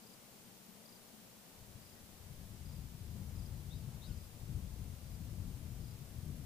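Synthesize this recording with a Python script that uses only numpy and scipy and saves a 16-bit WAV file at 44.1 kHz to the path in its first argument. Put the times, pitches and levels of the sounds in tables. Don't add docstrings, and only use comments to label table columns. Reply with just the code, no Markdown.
import sys
import numpy as np
from scipy import signal
from scipy.fft import rfft, irfft
from scipy.io import wavfile
from scipy.ndimage import uniform_filter1d

SR = 44100
rng = np.random.default_rng(int(sys.argv[2]) if len(sys.argv) > 2 else 0)


def inscribe(sig):
    pcm = np.round(np.clip(np.atleast_2d(sig).T, -1, 1) * 32767)
    wavfile.write(sys.argv[1], SR, pcm.astype(np.int16))


N = 284445
TIME, BINS = np.arange(N) / SR, np.fft.rfftfreq(N, 1 / SR)


def gain_of(db):
    return 10 ** (np.asarray(db) / 20)


def colour(points):
    hz, db = np.transpose(points)
    return gain_of(np.interp(np.log(BINS + 1), np.log(hz + 1), db))


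def coloured(x, gains):
    filtered = irfft(rfft(x) * gains, N)
    return filtered / np.sqrt(np.mean(filtered ** 2) + 1e-20)


def wander(bandwidth_hz):
    return coloured(rng.standard_normal(N), np.exp(-(BINS / bandwidth_hz) ** 2))


def add(mix, start_s, sound):
    part = mix[max(round(start_s * SR), 0):][:len(sound)]
    part += sound[:len(part)]


def whistle(hz, amplitude):
    return amplitude * np.sin(2 * np.pi * np.cumsum(hz) / SR)


def glide(length_s, level_db, pitch_hz, fall_hz, taper=2):
    from_middle = np.linspace(-.5, .5, int(length_s * SR))
    envelope = abs(np.cos(np.pi * from_middle)) ** taper
    return whistle(pitch_hz - fall_hz * from_middle, gain_of(level_db) * envelope)


def among_trees(x, wet_db, t60_s, delay_s=0.009):
    t = np.arange(SR) / SR
    response = rng.standard_normal(SR) * gain_of(-60 * t / t60_s) * (t > delay_s)
    tail = signal.fftconvolve(x, response / np.linalg.norm(response))[:N]
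    return x + gain_of(wet_db) * tail


def far_air(level_db=-62.0, swell_db=0.77):
    # frequency_hz, density_db
    air_spectrum = [(20, -21), (60, -2.5), (120, -1.5), (300, 1), (480, 0.5), (750, -2.5), (1100, -8.5),
                    (1700, -14.5), (2600, -16), (4000, -19), (7000, -20), (15000, -22.5)]
    wash = coloured(rng.standard_normal(N), colour(air_spectrum))
    return gain_of(level_db + swell_db * wander(7.6)) * wash


def distant_drone(level_db=-62.0):
    # centre_hz, width_hz, peak_db
    resonances = [(118.5, 28, -1.5), (179, 29, -4.5), (207, 49, 3), (236, 43, -5.5)]
    bands = sum(gain_of(db) / (1 + ((BINS - hz) / width) ** 2) ** 2 for hz, width, db in resonances)
    return gain_of(level_db) * coloured(rng.standard_normal(N), bands)


def buffeting(gain_db=4.0, light_db=-54, strong_db=-45, onset_s=1.493, gust_db=1.26, bump_s=0.015):
    # time_s, strength_db
    breeze = [(1.5, -67), (1.62, -61), (1.83, -65.5), (2.14, -62.5), (2.3, -55), (2.55, -53), (2.81, -48.5),
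              (2.99, -53.5), (3.08, -47), (3.3, -47), (3.5, -44), (3.64, -47.5), (3.84, -47), (4.0, -52.5),
              (4.12, -43.5), (4.2, -48), (4.27, -56), (4.39, -51.5), (4.5, -43), (4.6, -43), (4.7, -47),
              (4.86, -45.5), (4.98, -51), (5.14, -47), (5.26, -45.5), (5.48, -45), (5.6, -45), (5.8, -45),
              (6.09, -52.5), (6.3, -43.5), (6.45, -49)]
    # time_s, rise_db
    bumps = [(1.759, 11), (2.309, 9), (2.67, 10), (2.79, 5), (3.885, 3.5)]
    # frequency_hz, density_db
    light_spectrum = [(10, -7), (25, -22), (45, -8.5), (75, -3.5), (105, -4.5), (150, -10), (220, -21),
                      (320, -26.5), (600, -38), (1500, -59.5)]
    strong_spectrum = [(10, -22), (25, -13), (45, -2), (70, -0.5), (105, -.5), (150, -5), (220, -14.5),
                       (320, -23.5), (600, -39), (1500, -62)]
    strength_db = np.interp(TIME, *np.transpose(breeze)) + gust_db * wander(14)
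    strength_db += sum(db * np.exp(-((TIME - time_s) / bump_s) ** 2) for time_s, db in bumps)
    strong_share = np.clip((strength_db - light_db) / (strong_db - light_db), 0, 1)
    eddies = rng.standard_normal(N)
    pressure = (1 - strong_share) * coloured(eddies, colour(light_spectrum))
    pressure += strong_share * coloured(eddies, colour(strong_spectrum))
    pressure /= np.sqrt(uniform_filter1d(pressure ** 2, size=5000) + 1e-9)
    arrival = np.clip((TIME - onset_s) / .06, 0, 1)
    return gain_of(strength_db + gain_db) * pressure * arrival


def cricket(roughness=0.15, uneven_db=0.85, uneven_hz=35):
    # start_s, level_db, pitch_hz, growth_per_stroke_db
    chirps = [(.037, -60, 4880, -0.5), (.861, -56.5, 4860, -.3), (1.828, -59.7, 4890, .1),
              (2.660, -60, 4880, -1), (3.361, -60, 4920, -.1), (4.143, -64, 4860, .6),
              (5.048, -64.5, 4870, 1), (5.814, -63, 4920, 0)]
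    # delay_s, length_s, accent_db, shift_hz, fall_hz
    strokes = [(0, .023, -.7, -20, 720), (0.034, .025, 0.8, 23, 850), (0.069, .028, 0.1, -1, 700),
               (0.102, .029, 0, -3, 645)]
    out = np.zeros(N)
    from_middle = np.arange(len(strokes)) - (len(strokes) - 1) / 2
    for start_s, level_db, pitch_hz, growth_db in chirps:
        for k, (delay_s, length_s, accent_db, shift_hz, fall_hz) in zip(from_middle, strokes):
            force, tuning = rng.standard_normal(2)
            stroke_db = level_db + accent_db + growth_db * k + uneven_db * force
            stroke_hz = pitch_hz + shift_hz + uneven_hz * tuning
            add(out, start_s + delay_s - length_s / 2, glide(length_s, stroke_db, stroke_hz, fall_hz))
    return out * (1 + roughness * wander(300))


def far_bird():
    # start_s, length_s, level_db, pitch_hz, fall_hz
    notes = [(1.944, 0.052, -69.5, 1905, 30), (4.048, 0.114, -68, 1465, 141)]
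    out = np.zeros(N)
    for start_s, *note in notes:
        add(out, start_s, glide(*note, taper=1))
    return out


def near_bird(quaver=0.005, trill_hz=130, trill_s=.05, flick_s=0.021):
    # start_s, length_s, low_db, low_change_db, high_db, high_change_db, flick_db, trill_depth_hz
    calls = [(3.691, .148, -51, -20, -69, 8, -65, 85), (4.003, .135, -60, 6, -58, -2.5, -59, 40)]
    # share_of_call, pitch_hz, relative_db
    low_voice = [(0, 3326, -21), (.1, 3520, -8), (.17, 3680, -1), (.37, 3840, -1), (.44, 3900, -3),
                 (.53, 3820, -6), (.62, 3400, -12), (.87, 2510, -11)]
    high_voice = [(.05, 3690, -12), (.22, 3970, 0), (.31, 4270, 3), (.38, 4500, -4), (.46, 4800, -2),
                  (.57, 5040, -4), (.73, 5060, -7), (.87, 4700, -19)]
    out = np.zeros(N)
    unsteady = 1 + quaver * wander(250)
    for start_s, length_s, low_db, low_change_db, high_db, high_change_db, flick_db, depth_hz in calls:
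        voices = (low_voice, low_db, low_change_db), (high_voice, high_db, high_change_db)
        for arch, voice_db, change_db in voices:
            share, pitch_hz, relative_db = np.transpose(arch)
            points_s = start_s + share * length_s
            t = np.arange(points_s[0], points_s[-1], 1 / SR)
            age_s = t - start_s
            trill = depth_hz * np.exp(-(age_s / trill_s) ** 4) * np.sin(2 * np.pi * trill_hz * age_s)
            hz = np.interp(t, points_s, pitch_hz) * np.interp(t, TIME, unsteady) + trill
            amplitude = gain_of(voice_db + np.interp(t, points_s, relative_db + change_db * share))
            add(out, points_s[0], whistle(hz, amplitude * signal.windows.tukey(len(t), .1)))
        add(out, start_s + length_s - flick_s, glide(flick_s, flick_db, pitch_hz=4370, fall_hz=950))
    return out


def scene(right_db=-10.5, bird_roughness=0.18):
    chirping = among_trees(cricket(), wet_db=-10.5, t60_s=0.23)
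    birds = (far_bird() + near_bird()) * (1 + bird_roughness * wander(300))
    birdsong = among_trees(birds, wet_db=-9.0, t60_s=0.28)
    mix = far_air() + distant_drone() + buffeting() + chirping + birdsong
    return mix * gain_of([[0], [right_db]])


def record(dry, hiss_db=-60.0, left_extra_db=0.66, cutoff_hz=15490):
    # frequency_hz, density_db
    hiss_spectrum = [(20, 4.5), (100, 1), (400, 1.5), (1000, 0), (1800, -1), (3000, 0), (5000, 0.1),
                     (9000, -0.5), (15000, -0.3)]
    hiss = np.array([coloured(rng.standard_normal(N), colour(hiss_spectrum)) for _ in dry])
    noisy = dry + hiss * gain_of([[hiss_db + left_extra_db], [hiss_db]])
    low_pass = signal.firwin(1023, cutoff_hz, window=("kaiser", 9), fs=SR)
    return signal.oaconvolve(noisy, low_pass[None], "same")


dry = scene()
out = record(dry)
inscribe(out)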